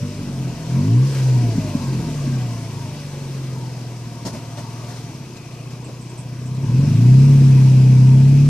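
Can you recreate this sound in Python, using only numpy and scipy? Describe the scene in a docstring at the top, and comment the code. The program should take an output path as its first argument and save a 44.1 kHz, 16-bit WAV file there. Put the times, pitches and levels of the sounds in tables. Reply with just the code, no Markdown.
"""A booming throttle blip opens the scene, with popping overrun: a six-cylinder pickup settles to idle,
drops into gear and pulls away across a lot. Two banks fire in turn into one exhaust, as filtered pulse
trains with gusts of turbulent noise. Sine tones make the pump whine, and shaped noise the engine-bay hiss
and roar and the clunks of gear lever and brakes. A small bird twitters in the trees as swept sines.
A pair of microphone ports stands behind the tailpipe."""
import sys
import numpy as np
from scipy import signal
from scipy.fft import rfft, irfft, next_fast_len
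from scipy.io import wavfile
from scipy.ndimage import uniform_filter1d

SR = 44100
rng = np.random.default_rng(int(sys.argv[2]) if len(sys.argv) > 2 else 0)


def persist_wave(psi):
    """Save psi, clipped to +-1, as 16-bit WAV."""
    counts = np.round(np.clip(psi, -1, 1) * 32767).astype(np.int16)
    wavfile.write(sys.argv[1], SR, np.atleast_2d(counts).T)


N = 374409  # samples


def gain_of(db):
    """Logarithmic level law: 20 dB is a tenfold amplitude."""
    return 10 ** (np.asarray(db) / 20)


def evened(x):
    """Normalisation by the root mean square, to rms 1."""
    return x / np.sqrt(np.mean(abs(x) ** 2) + 1e-20)


def read(points, hz):
    """Linear interpolation of a spectrum along a logarithmic frequency axis."""
    f, value = np.transpose(points)
    return np.interp(np.log(hz + 1), np.log(f + 1), value)


def curves(rows):
    """Linear interpolation in time: every column of a table, one value a sample."""
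    s, *columns = np.transpose(rows)
    return [np.interp(np.arange(N) / SR, s, column) for column in columns]


def ring(x, points, sharp, spread=0, size=16384):
    """Linear filtering: sharp 1 is minimum phase (struck, ringing out), 0 swells as slowly as it fades.
    Dispersion in the muffler chambers: every 100 Hz higher arrives spread seconds later."""
    signed_hz = np.fft.fftfreq(size, 1 / SR)
    hz = abs(signed_hz)
    # above the table the response falls 60 dB an octave
    db = read(points, hz) - 60 * np.log2(np.maximum(hz / points[-1][0], 1))
    log_gain = np.log(gain_of(np.maximum(db, -100)))
    struck_phase = signal.hilbert(log_gain).imag
    phase = sharp * struck_phase + np.pi * spread * signed_hz * hz / 100
    taps = np.fft.ifft(np.exp(log_gain - 1j * phase)).real
    return signal.oaconvolve(x, np.fft.fftshift(taps), "same")


def wander(rate_hz):
    """Low-passed random fluctuation of rms 1."""
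    lowpass = signal.butter(2, rate_hz, fs=SR, output="sos")
    return evened(signal.sosfilt(lowpass, rng.standard_normal(N)))


# likeness of the noise at the two ports: f/Hz, left-right correlation [0 to 1]
LIKENESS = [(60, 0.64), (150, 0.97), (370, 0.95), (910, 0.78), (2260, 0.81), (5590, 0.13), (13800, 0.029)]


def noise(points, patchy_db, size=512):
    """Partial coherence: two-port noise of rms 1 from random short-time spectra with drifting patches."""
    frames, hz = 4 * N // size + 5, np.fft.rfftfreq(size, 1 / SR)
    a, b, c, d, patches = rng.standard_normal((frames, len(hz), 5)).T
    patches = uniform_filter1d(patches, size=8, axis=0)  # across frequency
    patches = evened(uniform_filter1d(patches, size=20, axis=1))  # across time
    same = np.clip(read(LIKENESS, hz), 0, 1)[:, None]
    left = a + 1j * b
    right = same * left + np.sqrt(1 - same ** 2) * (c + 1j * d)
    level_db = read(points, hz)[:, None] + patchy_db * patches
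    spectra = np.array([left, right]) * gain_of(level_db)
    return evened(signal.istft(spectra, nperseg=size, noverlap=3 * size // 4)[1][:, :N])


# engine speed before the flywheel: t/s, firing rate of one bank f/Hz
SPEED = [(0, 48.4), (.15, 50.6), (.32, 45.5), (.62, 38.8), (.72, 41.7), (1.06, 69.6), (1.19, 65.6),
         (1.33, 63.1), (1.56, 54.2), (2.1, 37.7), (2.48, 29.5), (3, 24.2), (3.6, 21), (4.2, 19.4),
         (4.6, 19.2), (5, 20.1), (5.37, 14.5), (5.75, 15.3), (6.3, 15.2), (6.59, 16.2), (7.1, 32.2),
         (7.26, 35.1), (7.62, 32.9), (8, 32), (8.49, 36.15)]
FLYWHEEL_S = .07


def speed():
    """Rotational inertia: the flywheel rounds off every change in the firing rate of one bank (Hz)."""
    return uniform_filter1d(curves(SPEED)[0], size=round(FLYWHEEL_S * SR), mode="nearest")


# firing strength, following the throttle: t/s, level/dB before the exhaust colour
EFFORT = [(0, -13), (.12, -22), (.22, -18.5), (.34, -21.5), (.48, -17), (.57, -24), (.72, -14.5),
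          (.82, -11), (.95, -9.5), (1.04, -13.5), (1.124, -20.5), (1.29, -12), (1.5, -14.5), (1.76, -19),
          (1.95, -14.5), (2.15, -19), (2.32, -19), (2.65, -24.5), (3.1, -26.5), (3.5, -26.5), (4.1, -30.5),
          (5, -30.5), (5.38, -38), (5.65, -31.5), (6.1, -33.5), (6.6, -22.5), (6.74, -13), (6.8, -11),
          (6.94, -10), (7.12, -6), (7.3, -5.5), (7.7, -8.5), (8.49, -6)]
# exhaust colour of the steady firings: f/Hz, level/dB
PIPE = [(26, -29), (46, -29), (66, -34.5), (86, -24), (106, -9), (119, -2), (131, -0.4), (143, -4.5),
        (161, -12.5), (186, -17), (216, -24.5), (241, -19.5), (306, -48), (451, -46.5)]
# strong-weak bank difference, the down-pipes being unequal: f/Hz, level/dB
BANKS = [(15, -68), (46, -61), (66, -56), (86, -21), (106, -11.5), (119, -10.5), (131, 4.5), (143, -6),
         (161, -8.5), (186, -23), (216, -13), (241, -9), (306, -22), (451, -38)]
# colour of turbulent gas and pops: f/Hz, level/dB
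GAS_COLOUR = [(15, -31), (66, -23), (86, -17), (107, -11), (130, -5), (160, -7.5), (187, -12), (217, -8),
              (242, -7), (307, -12), (362, -18), (452, -20)]
# unburnt fuel pops on the overrun: t/s, relative level/dB before the gas colour
POPS = [(1.55, -10), (1.575, -1.5), (1.702, -29), (1.745, -1), (2.046, -46), (2.268, -8)]
MID_EFFORT_DB, MID_SPEED_HZ = -20, 35  # the bank and gas rules are counted from here
BANKS_DB, BANKS_SHARE, BANKS_DB_PER_OCTAVE = -28, 0.94, 3  # grows with effort and speed
GAS_DB, GAS_SHARE, OVERRUN_DB = -35, 0.63, 8.5  # slower growth; stronger while the revs fall
FALL_HZ_PER_S, RISE_HZ_PER_S = 33, 70  # full overrun, full blip
# one bank's throb dies below a low edge and during a blip
THROB_DB, THROB_LOW_HZ, THROB_DB_PER_OCTAVE, THROB_BLIP_DB = -51.5, 31, -61, -20
BANKS_BLIP_DB, THROB_OVERRUN_DB = 2.5, 9  # a blip widens the difference; overrun brings out the throb
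RASP_DB, RASP_HZ = -4, 172  # a blip strengthens the orders above this edge
POP_LENGTH_S, POP_HZ = .014, 231  # burst that rings the tailpipe


def exhaust():
    """Periodic excitation: one pressure pulse a firing, banks alternating strong and weak.
    Turbulence: random gas pressure puffs out after each firing."""
    hz, firing_db = speed(), curves(EFFORT)[0]
    change = np.gradient(hz) * SR
    overrun = np.clip(-change / FALL_HZ_PER_S, 0, 1)
    blip = np.clip(change / RISE_HZ_PER_S, 0, 1)
    extra_effort_db = firing_db - MID_EFFORT_DB

    banks_db = BANKS_DB + BANKS_SHARE * extra_effort_db + BANKS_BLIP_DB * blip
    banks_db = banks_db + BANKS_DB_PER_OCTAVE * np.log2(hz / MID_SPEED_HZ)
    gas_db = GAS_DB + GAS_SHARE * extra_effort_db + OVERRUN_DB * overrun
    octaves_below = np.maximum(np.log2(THROB_LOW_HZ / hz), 0)
    throb_db = THROB_DB + THROB_DB_PER_OCTAVE * octaves_below
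    throb_db = throb_db + THROB_BLIP_DB * blip + THROB_OVERRUN_DB * overrun

    firings = np.cumsum(2 * hz) / SR  # both banks
    count = np.floor(firings)
    pulses = np.diff(count, prepend=0) * SR / (2 * hz * np.sqrt(2))  # harmonics of rms 1
    puff_shape = evened(0.29 + np.exp(-(firings % 1) / 0.67))
    puffs = puff_shape * np.sqrt(SR / hz) / 2  # as strong as a random pulse a firing
    gas = gain_of(gas_db) * (0.33 * pulses + puffs) * rng.standard_normal(N)
    burn = np.hanning(round(POP_LENGTH_S * SR))
    ringing = 2 * np.sin(2 * np.pi * POP_HZ * np.arange(len(burn)) / SR)
    for s, db in POPS:
        gas[round(s * SR):][:len(burn)] += gain_of(db) * SR / 250 * ringing * burn / burn.sum()

    steady = ring(pulses * gain_of(firing_db), PIPE, .2, spread=.006)
    banks = ring(pulses * (-1) ** count * gain_of(banks_db), BANKS, .2, spread=.006)
    throb = gain_of(throb_db) * np.sqrt(2) * np.sin(np.pi * firings)  # at the rate of one bank
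    highpass = signal.butter(3, RASP_HZ, "highpass", fs=SR, output="sos")
    rasp = gain_of(RASP_DB) * blip * signal.sosfiltfilt(highpass, steady + banks)
    return steady + banks + rasp + throb + ring(gas, GAS_COLOUR, 0.95)


# pump tones: multiple of the bank rate, level/dB before casing and load
WHINE = [(12, -42), (18, -54), (24, -50), (36, -55.5), (48, -56)]
# casing resonances: f/Hz, width/Hz, relative peak level/dB
CASING = [(592, 70, 0), (700, 70, 2), (930, 60, 1), (1060, 50, -4), (1560, 140, 1)]
# pump load, which sets the whine: t/s, level/dB
PUMP = [(0, -4), (1.05, -8), (1.3, -3.5), (1.8, 3), (5.1, 1.1), (5.4, -10), (6.5, -14.5), (8.49, -2)]


def whine():
    """Resonance: belt-driven pump tones ride the engine speed and swell as they cross casing modes."""
    hz, out = speed(), 0
    turns = np.cumsum(hz * (1 + .006 * wander(rate_hz=18))) / SR
    for order, db in WHINE:
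        swell = 0
        for f, width, peak_db in CASING:
            swell = swell + gain_of(peak_db) / (1 + (2 * (order * hz - f) / width) ** 2)
        flutter_db = 2.5 * wander(rate_hz=9)
        tone = np.sqrt(2) * np.sin(2 * np.pi * order * turns)
        out += gain_of(db + flutter_db) * swell * tone
    return out * gain_of(curves(PUMP)[0])


# engine-bay hiss: t/s, level/dB before flicker and gearbox ringing
BAY = [(0, -43), (.5, -43), (.84, -40.5), (1, -42), (1.15, -36.5), (1.33, -39.5), (2.1, -40.5), (2.5, -42),
       (3.3, -43.5), (4.1, -46), (4.9, -44), (5.4, -47.5), (6.5, -48), (6.9, -40.5), (7.6, -39), (8, -41),
       (8.49, -40.5)]
# hiss colour: f/Hz, relative level/dB per Hz
HISS = [(760, -28.5), (1300, -2), (1370, -4), (1540, 2), (1870, -4), (1980, 2.5), (2120, -6.5), (2230, 2),
        (2400, -2), (2600, 0), (3540, -2.5), (5560, 0.5), (8560, -8), (12800, -21), (14300, -27.5)]
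# roar colour: f/Hz, relative level/dB per Hz
ROAR = [(25, -31.5), (80, 0), (220, -18), (351, 0), (391, -6.5), (455, -5), (607, -8.5), (701, -6),
        (775, -15.5), (860, -10.5), (930, -6.5), (1060, -11), (1240, -17.5), (1800, -44)]
# gearbox ringing in the hiss: t/s, level/dB
GEAR = [(0, -5), (4.9, -16), (5.4, 2.5), (6.6, -2), (7.2, 0), (8.49, 1)]
# edges of the gearbox band: f/Hz
GEAR_HZ = [2400, 2607]
ROAR_DB, ROAR_SHARE, MID_HISS_DB = -39.5, 0.67, -42.5  # the roar follows the hiss by a share


def bay():
    """Broadband noise radiation: flickering fan, intake and valve-gear hiss over a duller roar.
    Band-pass resonance: a gearbox band rings within the hiss."""
    hiss_db = curves(BAY)[0]
    roar_db = ROAR_DB + ROAR_SHARE * (hiss_db - MID_HISS_DB)
    flicker_db = 0.39 * wander(rate_hz=38)
    hiss = gain_of(hiss_db + flicker_db) * noise(HISS, patchy_db=1.08)
    bandpass = signal.butter(1, GEAR_HZ, "bandpass", fs=SR, output="sos")
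    gear = gain_of(curves(GEAR)[0]) * signal.sosfilt(bandpass, hiss)
    roar = gain_of(roar_db) * noise(ROAR, patchy_db=2.5, size=2048)
    return hiss + gear + roar


# linkage clunks: t/s, relative rattle level/dB, relative thud level/dB, decay scale/s
CLUNKS = [(4.248, -27.5, -20.5, 0.054), (4.325, -35.5, -26.5, 0.078), (4.569, -33.5, -25.5, 0.045),
          (4.876, -37, -32, 0.076), (4.96, -37, -38, 0.024), (5.363, -38, -38, 0.023),
          (5.704, -39.5, -50, 0.035), (5.881, -45, -29, 0.034)]
# rattle colour: f/Hz, relative level/dB per Hz
RATTLE = [(900, -35), (1400, -2), (3060, -8), (4330, -1.5), (6580, -4), (12500, -22.5), (14000, -31)]
# thud colour: f/Hz, relative level/dB per Hz
THUD = [(120, -14), (190, 7), (300, -6.5), (468, -13.5), (614, -5), (820, -20), (965, -9), (1300, -28),
        (1800, -57)]


def clunks():
    """Impact excitation: each clunk is a short rattle of loose metal with a dull thud under it."""
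    rattle, thud, t = np.zeros(N), np.zeros(N), np.arange(N) / SR
    for s, rattle_db, thud_db, length in CLUNKS:
        u = np.maximum(t - s, 0) / max(length, .005)
        shape = (1 - np.exp(-u / 0.15)) * np.exp(-(u / 0.91) ** 2)
        rattle += gain_of(rattle_db) * shape
        thud += gain_of(thud_db) * shape
    grit = gain_of(1.0 * wander(rate_hz=250))
    metal = gain_of(-4.0) * rattle * grit * noise(RATTLE, patchy_db=1.8)
    return metal + gain_of(-3.5) * thud * noise(THUD, patchy_db=0.94)


# bird notes: t/s, level/dB before echoes and panning, centre f/Hz, length/s
BIRD = [(5.84, -47, 8100, 0.023), (6.005, -48.5, 7940, 0.028), (6.091, -48, 7800, 0.02),
        (6.169, -46, 8300, 0.046), (6.454, -49, 7860, .031), (6.542, -53, 7710, .021)]


def bird():
    """Frequency modulation: thin raspy notes whose pitch swings up and down very fast."""
    out = np.zeros(N)
    for s, db, hz, length in BIRD:
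        t = np.arange(0, length, 1 / SR)
        rasp = evened(uniform_filter1d(rng.standard_normal(len(t)), size=40))
        swing = np.cos(2 * np.pi * (86 * t + rng.random()))  # 86 swings a second
        pitch = hz + 600 * swing + 450 * rasp
        note = np.sin(2 * np.pi * np.cumsum(pitch) / SR) * signal.windows.tukey(len(t), .45)
        out[round(s * SR):][:len(t)] += gain_of(db) * note
    return out + 0.49 * np.roll(out, 520) + 0.3 * np.roll(out, 1320)  # echoes off the trunks


def scene():
    """Superposition: the truck stands straight ahead, the bird a little to the right."""
    return exhaust() + whine() + bay() + clunks() + bird() * gain_of([[-1.4], [1.4]])


# phase between the ports: f/Hz, lead of the left/rad
LEAD = [(20, -0.04), (340, 0.25), (861, 0.07), (1551, 0.95), (2931, 0.24), (3701, 1.6), (4571, -0.2),
        (6631, 0.6), (8270, -0.4), (10200, 7), (11801, 5)]
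# level between the ports: f/Hz, left minus right level/dB
TILT = [(61, 0.8), (500, -0.1), (741, 1), (1121, 7), (1711, 1), (2591, 2), (3941, 3.5), (5991, 7.5),
        (7500, -4), (9101, -9.5), (13801, -19.5)]
CEILING = 1.66  # the microphone squeezes its highest peaks toward this amplitude
EDGE_HZ = 14250  # upper band limit


def record(dry):
    """Interaural-style level and phase differences between ports, then saturation and a band limit."""
    size = next_fast_len(N)
    hz = np.fft.rfftfreq(size, 1 / SR)
    port = gain_of(read(TILT, hz) / 2) * np.exp(.5j * read(LEAD, hz))  # half the difference each
    ported = irfft(rfft(dry, size) * [port, 1 / port], size)[:, :N]
    squeezed = CEILING * np.tanh(ported / CEILING)
    lowpass = signal.firwin(1023, EDGE_HZ, window=("kaiser", 9), fs=SR)
    return signal.oaconvolve(squeezed, lowpass[None], "same")


dry = scene()
out = record(dry)
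persist_wave(out)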